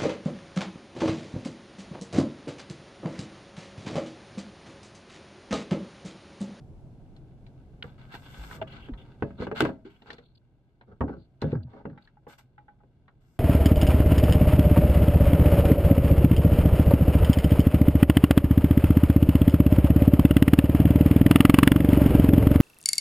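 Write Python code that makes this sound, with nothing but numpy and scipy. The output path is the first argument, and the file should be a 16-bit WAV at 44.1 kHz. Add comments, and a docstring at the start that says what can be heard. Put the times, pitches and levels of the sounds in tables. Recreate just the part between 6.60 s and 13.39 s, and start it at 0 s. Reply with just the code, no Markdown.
"""On a calm lake, in a canoe, a man sets down a camera and takes up a wooden paddle, heard from the boat's floor.
Strap and clothes rustle and whistle narrowly as they rub: random tiny slips and filtered noise. Gear, paddle
and a hollow lens barrel are struck bodies: fading tones plus bursts of noise. Knocks and drags set the hollow
hull ringing the same way, and its floor thuds in slow swings. Under it all lies a low murmur of air and water,
made of filtered noise."""
import sys
import numpy as np
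from scipy import signal
from scipy.fft import rfft, irfft, next_fast_len
from scipy.io import wavfile
from scipy.ndimage import uniform_filter1d, map_coordinates

SR = 44100
rng = np.random.default_rng(int(sys.argv[2]) if len(sys.argv) > 2 else 0)


def bounce(signal):
    """Save signal as a 16-bit WAV file at the path given by the first command-line argument."""
    frames = np.transpose(np.atleast_2d(signal))
    limited = np.clip(frames, -1, 1)
    pcm = np.round(limited * 32767).astype(np.int16)
    wavfile.write(sys.argv[1], SR, pcm)


N = 299439

# murmur of air and water: start_s, relative level_db
MURMUR_LEVEL = [(0, -45.5), (1.2, -48), (2.55, -48), (3.1, -51), (3.35, -58.5), (4.1, -60.5), (4.7, -57),
                (5.5, -60), (6.79, -58.5)]
# tone of the murmur: pitch_hz, relative level_db
LAKE_COLOUR = [(12, -36), (20, -5.5), (134, -2), (328, -11), (380, -12.5), (500, -19), (738, -19.5),
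               (1150, -35), (1400, -36), (1910, -44.5), (2200, -42), (12100, -54.5), (16000, -77.5)]
# where the man works: start_s, delay of the left microphone port delay_ms
BEARING = [(0, -0.27), (1.2, 0.075), (2.6, 0.0092), (3.2, 0.053), (3.5, -0.11), (4.4, -0.08), (6.79, 0.02)]
# reflections inside the boat: delay_ms, gain (before it fades with delay), left-right spread_ms
WALLS = np.column_stack([rng.uniform(1, 13, 14), rng.uniform(-1, 1, 14), rng.uniform(-.1, .1, 14)])

# slides of strap and clothes: start_s, length_s, swell over the slide swell_db, rustle_db, hiss_db
SLIDES = [(.3, 1, 9, -79, -108), (1.225, 0.14, -19, -60.5, -77), (1.375, 0.17, 5, -56, -77.5),
          (1.51, 0.042, 11, -49, -60.5), (1.57, .39, 13, -49, -59), (2.065, 0.14, 6.5, -50, -93),
          (2.21, 0.078, 6, -57, -88), (2.37, 0.6, -13, -68, -96), (2.79, 0.064, 2.5, -47, -80),
          (2.945, 0.057, 12, -40.5, -59.5), (3, 0.1, -22, -39.5, -61), (3.245, 0.03, -6, -50.5, -97.5),
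          (3.29, 0.34, -15, -67, -85), (3.46, 0.11, -9, -56, -87), (4.475, 0.048, -12.5, -66, -99),
          (4.8, 0.12, 7, -59, -81.5), (5.08, 0.11, 3.5, -70, -100.5), (5.4, 0.066, 2, -68, -93),
          (5.675, 0.057, -1, -55, -59.5), (5.775, 0.011, 5.5, -56, -59), (6.6, 0.17, 6, -77.5, -77.5)]
# tone of the rustle, and of the hiss of fast sliding: pitch_hz, relative level_db
CLOTH_COLOUR = [(300, -31), (550, -4), (850, -4), (1200, 0.5), (1430, -4.5), (1540, 0.5), (1680, -4.5),
                (1850, -8), (2400, -6), (3200, -8), (3900, -11.5), (4600, -15), (5500, -29), (8000, -30.5),
                (11000, -55.5)]
HISS_COLOUR = [(3000, -40), (5000, 2.5), (6500, -3.5), (8300, 4.5), (10000, -23), (11800, 2), (12900, 1.5),
               (13800, -12), (15500, -23.5)]
# narrow, rough whistles of rubbing: nylon webbing over an edge, or the ring of the lens barrel:
# start_s, length_s, pitch_hz, level_db
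WHISTLES = [(1.428, 0.18, 1520, -60), (1.634, 0.28, 3320, -56), (2.07, 0.19, 3100, -53),
            (2.115, .11, 4180, -62), (2.214, .1, 3100, -54.5), (2.371, 0.08, 3360, -55),
            (2.769, 0.035, 3930, -56), (2.82, 0.039, 1540, -47.5), (3.295, 0.13, 3050, -65),
            (3.537, 0.23, 4150, -67.5), (3.506, 0.051, 4400, -57), (3.748, 0.017, 4420, -56.5),
            (3.771, 0.015, 4400, -59), (4.564, .12, 4400, -70), (4.832, 0.069, 3460, -61),
            (5.026, 0.019, 4360, -60), (5.419, 0.015, 4280, -60), (5.437, 0.023, 4380, -59)]
# dry snaps of hard plastic and metal: start_s, length_s, level_db, hardness_db_per_octave
SNAPS = [(1.2251, 0.0054, -29.5, -56), (3.006, 0.0014, -14.5, -2), (3.013, .0009, -28, -3.5),
         (3.0222, 0.00032, -17.5, -8.5), (3.0507, 0.0011, -31.5, -8.5)]
# tone of a snap before its hardness: pitch_hz, relative level_db
SNAP_COLOUR = [(600, -15.5), (1500, 5.5), (2100, -2.5), (2850, 8), (4200, -4.5), (6000, -12.5),
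               (9000, -11.5), (12500, -7.5), (15000, -23)]
# wood and shoes drag on the hull: start_s, length_s, swell over the drag swell_db, level_db, bass weight bass_db
DRAGS = [(1.41, 0.64, 23, -55, 0.5), (2.06, .55, -9.5, -54.5, 1), (2.776, 0.11, -0.5, -39.5, 2),
         (2.949, 0.025, 8, -41.5, 3.5), (3.02, 0.086, -13, -35, -2), (3.475, 0.14, -5.5, -54, -2.5),
         (4.27, 0.064, 1, -52.5, 1), (4.468, 0.071, -2.5, -37, 4.5), (4.811, 0.15, 3.5, -45, -2.5),
         (5.064, 0.15, 6.5, -50, -6), (5.28, 0.09, -5, -51, 1)]
# tone of a drag before its bass weight: pitch_hz, relative level_db
DRAG_COLOUR = [(50, -9.5), (120, -1.5), (280, -5), (450, -3), (1600, 0.5), (2500, -15.5), (5000, -23.5),
               (10000, -46)]
# the floor flexes under shifting weight: start_s, starting pitch_hz, level_db, fade by 60 dB t60_s, sag_octaves
THUDS = [(1.786, 58, -32.5, 0.34, 0.25), (2.218, 51.8, -35.5, 0.091, 0), (2.293, 303, -26, 0.13, 1.17),
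         (2.319, 46, -25.5, 0.15, 0), (3.027, 136, -27.5, 0.25, 0.13), (4.411, 73.8, -25.5, 0.26, 0.00078),
         (4.838, 134, -19.5, 0.13, 0), (4.852, 162.8, -18.5, 0.2, 0.25), (4.926, 148, -17, 0.11, .5),
         (4.952, 168.7, -17.5, 0.22, 1.38), (5.049, 146, -31, 0.21, 0.76), (5.318, 152, -39, 0.17, 0.32)]

# the hollow lens barrel is bumped: start_s, level_db, hardness_db_per_octave
BUMPS = [(2.014, -29, -3)]
# small clicks of buckles and gear: start_s, level_db, hardness_db_per_octave, body_db, favoured pitch_hz
CLICKS = [(.564, -70.5, 5.5, -5, 4230), (.865, -67.5, 3.5, 5, 2300), (1.54, -46.5, -1.5, 5, 1560),
          (1.911, -41.5, -10, -17, 1490), (2.336, -52.5, -3.5, -1.5, 3230), (3.42, -58.5, 0.5, 8, 2890),
          (3.503, -45, 1, -3, 1794), (3.53, -57, 5, -1, 4190), (3.582, -59, 1.5, -21, 1653),
          (4.211, -55.5, -5.5, 1, 1563), (4.409, -30, -18.5, 0, 1115), (4.817, -47, 4, 0, 4350),
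          (4.918, -54, -1.5, -2.5, 2430), (5.298, -59, -7, -5, 1650), (5.474, -61, -2, -21, 1705),
          (6.48, -56, -6.5, -8.5, 1113)]
# the paddle shaft meets the hull or a hand: start_s, level_db, hardness_db_per_octave, body_db, favoured pitch_hz
TAPS = [(4.479, -46, -5.5, -4, 1330), (4.925, -47, -7, -21, 845), (5.195, -55.5, -8, -9, 836),
        (5.375, -49.5, 1.5, -27, 830), (5.569, -58, -8.5, -4.5, 837), (5.666, -50.5, -7, 1, 1124),
        (5.792, -65, 11, 4, 2010), (5.979, -51, 0, -0.5, 1550), (6.081, -51.5, -4.5, -1.5, 1720),
        (6.202, -63.5, -7.5, 1, 1750)]
# blows on the hull: start_s, level_db, hardness_db_per_octave, bass boom_db, struck panel pitch_hz
KNOCKS = [(1.241, -43.5, 3, -0.5, 494), (1.945, -53, 2, -17.5, 427), (2.023, -43.5, 4.5, -8.5, 802),
          (2.285, -47, 3, -14.5, 796), (2.623, -25, 2, -6.5, 1026), (2.645, -34.5, -6, -10.5, 422),
          (2.706, -52.5, 4, 2.5, 244), (2.802, -33, -6, -0.5, 297.7), (2.821, -30.5, 0.5, -16.5, 481),
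          (2.868, -33.5, 3, -18, 388), (2.914, -30, 2, -14, 459), (3.005, -24, 6.5, -12.5, 329),
          (3.012, -25.5, 0, -13, 980), (3.02, -22.5, -6.5, -14, 309.6), (3.034, -31, -4.5, -9, 240),
          (3.051, -25, 3, -10, 968), (3.09, -31.5, -1, -18, 277), (3.25, -41, -19.5, -21, 397),
          (3.459, -56.5, 5, -16, 1000), (3.53, -48, -5, -15, 486), (3.585, -51, 1, -11.5, 491),
          (4.407, -29.5, 1, -0.5, 1151), (4.415, -31.5, 0, -7.5, 535), (4.435, -28, -6.5, -11.5, 277.6),
          (4.462, -39.5, -6.5, -10.5, 413), (4.495, -33, -2, -5.5, 720), (4.567, -46.5, -8, 0.5, 329),
          (4.822, -29.5, 1.5, -7.5, 800), (4.84, -25, -4.5, -2.5, 527), (4.929, -25.5, -7.5, -10, 520),
          (4.953, -37, -2.5, 0, 453), (5.253, -34, 0.5, -9.5, 577), (5.271, -37.5, -8, -7, 292.5),
          (5.668, -46, 1.5, -9.5, 494), (6.234, -59, 0.5, -8, 999)]
# ringing tones of each body, before each blow varies them: pitch_hz, level_db, fade by 60 dB t60_s
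BARREL_MODES = [(392, -11, 0.093), (646, 6, 0.085), (770, -24, 0.048), (827, -0.5, 0.059), (938, -7, 0.041),
                (2150, -31, 0.061), (2860, -20, 0.014)]
GEAR_MODES = [(884, -18, 0.0064), (1250, -14.5, 0.02), (1520, -10.5, 0.024), (1863, -3.5, 0.049),
              (2500, -4.5, 0.0077), (3050, -2.5, 0.0062), (3560, -2.5, 0.015), (4060, 1.5, 0.038)]
PADDLE_MODES = [(332, -12.5, 0.18), (466, -15.5, 0.056), (831, 5, 0.13), (950, -14, 0.089),
                (1102, -16, 0.038), (1340, -10, 0.08), (1523, -6, 0.081), (1770, -13.5, 0.065),
                (1920, -8.5, 0.068), (2050, -11, 0.042), (2360, -15.5, 0.12), (3850, -10, 0.08)]
HULL_MODES = [(68.4, -2, 0.29), (106, -2, 0.22), (138, 1, 0.18), (157.1, 0.5, 0.23), (190.4, -3.5, 0.32),
              (239.7, 1, 0.25), (276.3, 0, 0.18), (307, -2.5, 0.09), (328.7, -3.5, 0.19), (411, -0.5, 0.17),
              (498.3, -2, 0.1), (558.5, -5, 0.2), (646, -16.5, 0.44), (762, -7.5, 0.056), (958, -14, 0.095),
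              (1168, -8.5, 0.071), (1316, -9.5, 0.034), (1580, -8, 0.11), (1677, -7, 0.11),
              (2010, -16.5, 0.19), (2550, -7, 0.089), (2680, -6.5, 0.11), (3000, -4, 0.054),
              (2960, -11, 0.073)]
# how a body shares an ordinary blow among the bands: bass_db (hull only), body_db, mid_db, edge_db, treble_db
BARREL_BALANCE = [-1, -6.5, -10.5, -39]
GEAR_BALANCE = [-4.5, 1, -1.5, -24]
PADDLE_BALANCE = [-15, 3.5, -16.5, -44.5]
HULL_BALANCE = [1.5, 1, -9, -27, -49]
# centres of those bands: pitch_hz; and the borders between them: pitch_hz
BAND_HZ = [100, 380, 1200, 3100, 8000]
BAND_EDGES_HZ = [50, 200, 700, 2000, 5000, 15000]

TOP_HZ = 15300  # where the camera cuts the treble
RING_SIZE = 9216  # samples in the ring of one blow
HULL_STRAY = .035  # largest share by which a hull tone strays in pitch
PANEL_DB, PANEL_CYCLES = 10.5, 48  # the struck spot rings above the modes around it, for so many cycles
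SLIDE_ATTACK_S, SLIDE_T60_S = 0.014, 0.13
STIR_DB, STIR_HISS_DB = -78.5, -100  # clothes never quite rest
CATCH_DB = 2.5  # the cloth catches and runs on as it slides
SCRATCH_DB, SCRATCH_RATE = -5, 140  # single threads snag, on average so many times a second
WHISTLE_ATTACK_S, WHISTLE_FADE_SHARE = .006, .45  # a whistle sets in quickly and fades over its last part
SNAP_T60_S, SNAP_PIVOT_HZ = 0.0016, 4566  # hardness tilts the tone above the pivot
DRAG_ATTACK_S, DRAG_T60_S = 0.0087, 0.2
DRAG_TOP_HZ, DRAG_BASS_HZ = 1400, 350  # a drag rings tones below the first; its weight acts below the second
THUD_ATTACK_S, SAG_S = 0.0011, .06


def undb(db):
    """Decibels to gain."""
    return np.exp(np.asarray(db) * np.log(10) / 20)


def unit(x):
    """Scale to an average (rms) level of 1."""
    return x / np.sqrt(np.mean(x ** 2))


def fading(age, t60):
    """A fade that loses 60 dB in t60 seconds."""
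    return np.exp(-np.log(1000) * age / t60)


def curve(table, column=1):
    """One column of a table, joined by straight lines in time."""
    rows = np.array(table)
    return np.interp(np.arange(N) / SR, rows[:, 0], rows[:, column])


def colour(x, points):
    """Filter through (Hz, dB) points; it only looks back in time, so nothing sounds early."""
    size = 2 * next_fast_len(x.shape[-1] * 9 // 16, real=True)
    hz, db = np.transpose(points)
    grid = np.maximum(np.fft.rfftfreq(size, 1 / SR), 1)
    log_gain = np.interp(np.log(grid), np.log(hz), np.log(undb(db)))
    # folding the cepstrum onto its first half gives the filter its smallest delay
    cepstrum = irfft(log_gain)
    cepstrum[1:size // 2] *= 2
    cepstrum[size // 2 + 1:] = 0
    return irfft(rfft(x, size) * np.exp(rfft(cepstrum)))[..., :x.shape[-1]]


def ports(mid, side, split_hz, bass_side_db):
    """Left and right: long waves reach both microphone ports nearly alike, short ones differ."""
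    side = colour(side, [(split_hz / 4, bass_side_db), (split_hz, -1)])
    return np.array([mid + side, mid - side])


def noise_pair(size, split_hz, bass_side_db):
    """Random noise as it reaches the two ports."""
    return ports(*rng.standard_normal((2, size)), split_hz=split_hz, bass_side_db=bass_side_db)


def walk(rate):
    """Smooth random wander with an average (rms) size of 1."""
    hold = int(SR / rate)
    steps = np.repeat(rng.standard_normal(N // hold + 1), hold)[:N]
    return unit(uniform_filter1d(steps, hold))


def grains(rate, spread_db):
    """Tiny slips of random size at random moments."""
    happens = rng.random(N) < rate / SR
    boost_db = spread_db * np.minimum(rng.exponential(size=N), 4)
    return unit(happens * rng.standard_normal(N) * undb(boost_db))


def inside(x, wall_db):
    """Short waves bounce between the sides of the boat, which combs their spectrum."""
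    echo = np.zeros_like(x)
    for ms, gain, spread_ms in WALLS:
        for ear, way in enumerate((-1, 1)):
            lag = int((ms + way * spread_ms) * SR / 1000)
            echo[ear, lag:] += gain * np.exp(-ms / 10) * x[ear, :-lag]
    high_pass = signal.butter(2, 700, "high", fs=SR, output="sos")
    return x + undb(wall_db) * signal.sosfilt(high_pass, echo)


def strokes(events, attack_s, t60, column=3):
    """Level of a run of rubbing motions: each sets in, swells or eases while it lasts, then dies away."""
    power = np.zeros(N)
    for row in events:
        s, length, swell_db = row[:3]
        span = np.arange(int(s * SR), min(int((s + length + t60) * SR), N))
        age = span / SR - s
        attack = np.sin(np.pi / 2 * np.clip(age / attack_s, 0, 1)) ** 2
        hold = undb(row[column] + swell_db * (np.clip(age / length, 0, 1) - .5))
        release = fading(np.maximum(age - length, 0), t60)
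        power[span] += (attack * hold * release) ** 2
    return np.sqrt(power)


def ring(modes, dense_db, dense_t60, crack_db, crack_t60, stray=.006):
    """A body answers one blow with main tones (modes), a wash of dense modes and the crack of the contact."""
    t = np.arange(RING_SIZE) / SR
    hz, db, t60 = np.transpose(modes)[:, :, None]
    place, detune, skew, damping = rng.uniform(-1, 1, (4,) + hz.shape)
    # each blow favours, detunes and damps the modes differently
    swing = undb(db + 2.5 * place) * fading(t, t60 * 2 ** (damping / 2))
    phase = 2 * np.pi * hz * (1 + stray * detune) * t
    # each mode meets the two ports at its own angle
    angle = np.sign(skew) * np.minimum(0.14 + hz / 2600, .85)
    sign = (-1) ** np.arange(len(hz))[:, None]
    tones = np.array([np.sum(sign * swing * np.sin(np.float32(phase + ear * angle)), axis=0) for ear in (-1, 1)])
    noise = noise_pair(len(t), split_hz=1900, bass_side_db=-18.0)
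    dull = colour(noise, [(60, 3.5), (450, 12.5), (1500, -6.0), (3000, -16.5), (8000, -24.0)])
    bright = colour(noise, [(400, -10.0), (1500, -4.5), (2900, -7.0), (4000, -0.5), (6000, -7.5)])
    wash = dull * fading(t, dense_t60) + bright * fading(2 * t, dense_t60)  # the bright part fades twice as fast
    crack = colour(noise, [(200, 14.0), (750, -1.5), (1600, 1.5), (2700, -6.5), (3300, -5.5), (4000, -13.5),
                           (6000, -14.5), (8500, -6.5), (10000, -15.0), (12300, -3.5), (16000, -23.0)])
    crack = crack * fading(t, crack_t60)
    return tones + inside(undb(dense_db) * wash + undb(crack_db) * crack, wall_db=-6.5)


def panel(modes, hz):
    """The modes of the body, and the note of the struck spot itself."""
    mode_hz, db, _ = np.transpose(modes)
    return [*modes, (hz, np.interp(hz, mode_hz, db) + PANEL_DB, PANEL_CYCLES / hz)]


def push():
    """The first shove on the surface: a short swing of pressure, its start slightly different at each port."""
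    age = np.maximum(np.arange(RING_SIZE) / SR - rng.uniform(0, .00025, (2, 1)), 0)
    slow = np.exp(-age / 0.0014) * np.sin(2 * np.pi * 330 * age)
    quick = .5 * np.exp(-age / 0.00013) * np.sin(2 * np.pi * 3500 * age)
    swing = slow + quick
    return -swing / np.sqrt(np.sum(swing ** 2) / 2)


def band_levels(x):
    """Level in dB of each band over the first 20 ms of a blow."""
    size = SR // 50
    power = 2 * abs(rfft(x[:size], SR)) ** 2 / (size * SR)  # padded to one second: one step per Hz
    return 10 * np.log10(np.add.reduceat(power, BAND_EDGES_HZ)[:-1])


def blows(events, modes, balance_db, contact_hz, press_s, push_db, **body):
    """Strike a body: force sets the level, hardness tilts all above contact_hz, the spot adds weight and pitch."""
    out = np.zeros((2, N + SR))
    count = len(balance_db)
    centres = BAND_HZ[-count:]
    octaves = np.maximum(np.log2(np.array(centres) / contact_hz), 0)
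    for s, db, hardness, *spot in events:
        bands_db = db + np.array(balance_db) + hardness * octaves
        struck = modes
        if spot:
            boom_db, panel_hz = spot
            bands_db[0] += boom_db
            struck = panel(modes, panel_hz)
        hit = ring(struck, **body)
        hit = hit * (1 - np.exp(-np.arange(hit.shape[1]) / (press_s * SR)))  # contact takes a moment to build
        hit = hit + undb(push_db) * np.sqrt(np.sum(hit ** 2) / 2) * push()
        for _ in range(2):  # bring the bands to their levels in two passes
            lift_db = bands_db - band_levels(hit.mean(axis=0))[-count:]
            top_db = lift_db[-1] + min(lift_db[-1] - lift_db[-2], 0)  # a falling tilt goes on to the top
            hit = colour(hit, [*zip(centres, lift_db), (TOP_HZ, top_db)])
        start = int(s * SR)
        out[:, start:start + hit.shape[1]] += hit
    return out[:, :N]


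def lake():
    """Air and water murmur round the hull, which booms faintly; a breeze stirs each port on its own."""
    air = noise_pair(N, split_hz=2200, bass_side_db=-16.5)
    boom = colour(air, [(60, -44.5), (112, -18.5), (130, -2.0), (150, -18.0), (300, -46.0), (1000, -88.5)])
    breeze = colour(rng.standard_normal((2, N)), [(10, -14.0), (25, 0.5), (70, -13.5), (300, -36.0), (2000, -76.0)])
    murmur = unit(colour(air, LAKE_COLOUR)) * undb(0.71 * walk(10) - 2.0)
    murmur = murmur + undb(-9.5) * unit(boom) + undb(-7.0) * unit(breeze)
    return murmur * undb(curve(MURMUR_LEVEL))


def rustle():
    """Webbing and cloth slide in a dense run of slips with single snags; fast sliding adds a fine hiss."""
    slips = ports(grains(6000, 1.5), grains(6000, 1.5), split_hz=2100, bass_side_db=-11) * undb(1.2 * walk(55))
    snags = ports(grains(SCRATCH_RATE, 1.1), grains(SCRATCH_RATE, 1.2), split_hz=1000, bass_side_db=-10.5)
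    cloth = unit(slips) + undb(SCRATCH_DB) * snags
    fibres = noise_pair(N, split_hz=5500, bass_side_db=-3.5) * undb(walk(70))
    catches = undb(CATCH_DB * walk(22))
    rub_level = strokes(SLIDES, SLIDE_ATTACK_S, SLIDE_T60_S) * catches + undb(STIR_DB)
    hiss_level = strokes(SLIDES, SLIDE_ATTACK_S, SLIDE_T60_S, column=4) + undb(STIR_HISS_DB)
    rub = unit(colour(inside(cloth, wall_db=-2.5), CLOTH_COLOUR)) * rub_level
    hiss = unit(colour(inside(fibres, wall_db=4.0), HISS_COLOUR)) * hiss_level
    return rub + hiss


def rubbing_whistles():
    """Webbing rubs over an edge, or a rubbed lens barrel rings: noise in a narrow band, roughly uneven in level."""
    out = np.zeros((2, N + SR))
    catch = undb(4.5 * walk(130))  # the rubbing catches and lets go many times a second
    for s, length, hz, db in WHISTLES:
        size, start = int(length * SR), int(s * SR)
        rub = inside(rng.standard_normal((2, size)) * np.roll(catch, -start)[:size], wall_db=-5.5)
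        tone = colour(rub, [(hz / 2, -32), (hz * 0.56, -13), (hz * 0.72, -9), (hz, 0),
                            (hz * 1.3, -11), (hz * 1.1, -36)])
        age = np.arange(size) / SR
        level = np.minimum(age / WHISTLE_ATTACK_S, 1) * np.minimum((1 - age / length) / WHISTLE_FADE_SHARE, 1)
        out[:, start:start + size] += undb(db) * unit(tone) * level
    return out[:, :N]


def snaps():
    """Hard parts chatter against each other for an instant and stop dead: short gated noise."""
    out = np.zeros((2, N + SR))
    t = np.arange(SR // 20) / SR
    for s, length, db, hardness in SNAPS:
        gate = fading(np.maximum(t - length, 0), SNAP_T60_S)
        chatter = noise_pair(len(t), split_hz=5600, bass_side_db=-12.5) * gate
        tone = [(hz, level + hardness * max(np.log2(hz / SNAP_PIVOT_HZ), 0)) for hz, level in SNAP_COLOUR]
        snap = colour(chatter, tone)
        loudness = np.sqrt(np.sum(snap.mean(axis=0) ** 2) / (length * SR))
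        start = int(s * SR)
        out[:, start:start + len(t)] += undb(db) * snap / loudness
    return inside(out[:, :N], wall_db=-23.5)


def barrel_bumps():
    """The hollow lens barrel rings dully under a soft, slow contact."""
    return blows(BUMPS, BARREL_MODES, BARREL_BALANCE, contact_hz=1200, press_s=0.0061, push_db=-24.0,
                 dense_db=-14.0, dense_t60=0.017, crack_db=1.5, crack_t60=0.022)


def gear_clicks():
    """Small buckles and gear click: high, short tones with a very brief crack."""
    return blows(CLICKS, GEAR_MODES, GEAR_BALANCE, contact_hz=1160, press_s=0.00065, push_db=-25.0,
                 dense_db=5.5, dense_t60=0.11, crack_db=14.5, crack_t60=0.00085)


def paddle_taps():
    """The wooden shaft rings when it meets the hull or a hand."""
    return blows(TAPS, PADDLE_MODES, PADDLE_BALANCE, contact_hz=1194, press_s=0.0026, push_db=-21.5,
                 dense_db=-6, dense_t60=0.24, crack_db=10, crack_t60=0.02)


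def drag():
    """Stick and slip on the boat's floor keeps the low modes ringing; each drag rubs another spot."""
    out = np.zeros((2, N))
    slips = grains(800, 1.6) * undb(3.5 * walk(70))
    low_modes = [mode for mode in HULL_MODES if mode[0] < DRAG_TOP_HZ]
    for row in DRAGS:
        level = strokes([row], DRAG_ATTACK_S, DRAG_T60_S)
        span = np.flatnonzero(level)
        hull = ring(low_modes, stray=HULL_STRAY, dense_db=1.0, dense_t60=0.16, crack_db=12, crack_t60=0.006)
        shake = signal.fftconvolve(slips[None, span], hull, axes=1)[:, :len(span)]
        bass_db = row[-1]
        tone = [(hz, db + bass_db * (hz < DRAG_BASS_HZ)) for hz, db in DRAG_COLOUR]
        out[:, span] += unit(colour(shake, tone)) * level[span]
    return out


def thuds():
    """The floor panel swings a few slow cycles; its pitch sags as the load comes off."""
    out = np.zeros(N + SR)
    t = np.arange(SR // 2) / SR
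    for s, hz, db, t60, sag in THUDS:
        start = int(s * SR)
        pitch = hz * 2 ** (-sag * (1 - np.exp(-t / SAG_S)))
        swing = np.sin(2 * np.pi * np.cumsum(pitch) / SR)
        level = (1 - np.exp(-t / THUD_ATTACK_S)) * fading(t, t60)
        out[start:start + len(t)] += undb(db) * swing * level
    return out[:N]


def hull_knocks():
    """Blows set the hollow hull ringing: many low modes, a booming bass and the note of the struck panel."""
    return blows(KNOCKS, HULL_MODES, HULL_BALANCE, contact_hz=380, press_s=0.00051, push_db=-9.0,
                 stray=HULL_STRAY, dense_db=-3.0, dense_t60=0.24, crack_db=18, crack_t60=0.021)


def scene():
    """All the handling, from the side where the man works, over the lake."""
    boat = rustle() + rubbing_whistles() + snaps()
    boat += barrel_bumps() + gear_clicks() + paddle_taps()
    boat += drag() + thuds() + hull_knocks()
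    # a small shift in time between the ports places the man
    delay = curve(BEARING) * SR / 1000
    left = map_coordinates(boat[0], [np.arange(N) - delay], order=3)
    return np.array([left, boat[1]]) + lake()


def record(dry):
    """The small camera thins the deepest bass, softens the treble and cuts the top."""
    thin = colour(dry, [(8, -21.0), (25, -3), (50, -0.5), (15000, -7.0)])
    return signal.sosfilt(signal.ellip(8, .2, 70, TOP_HZ, fs=SR, output="sos"), thin)


dry = scene()
out = record(dry)
bounce(out)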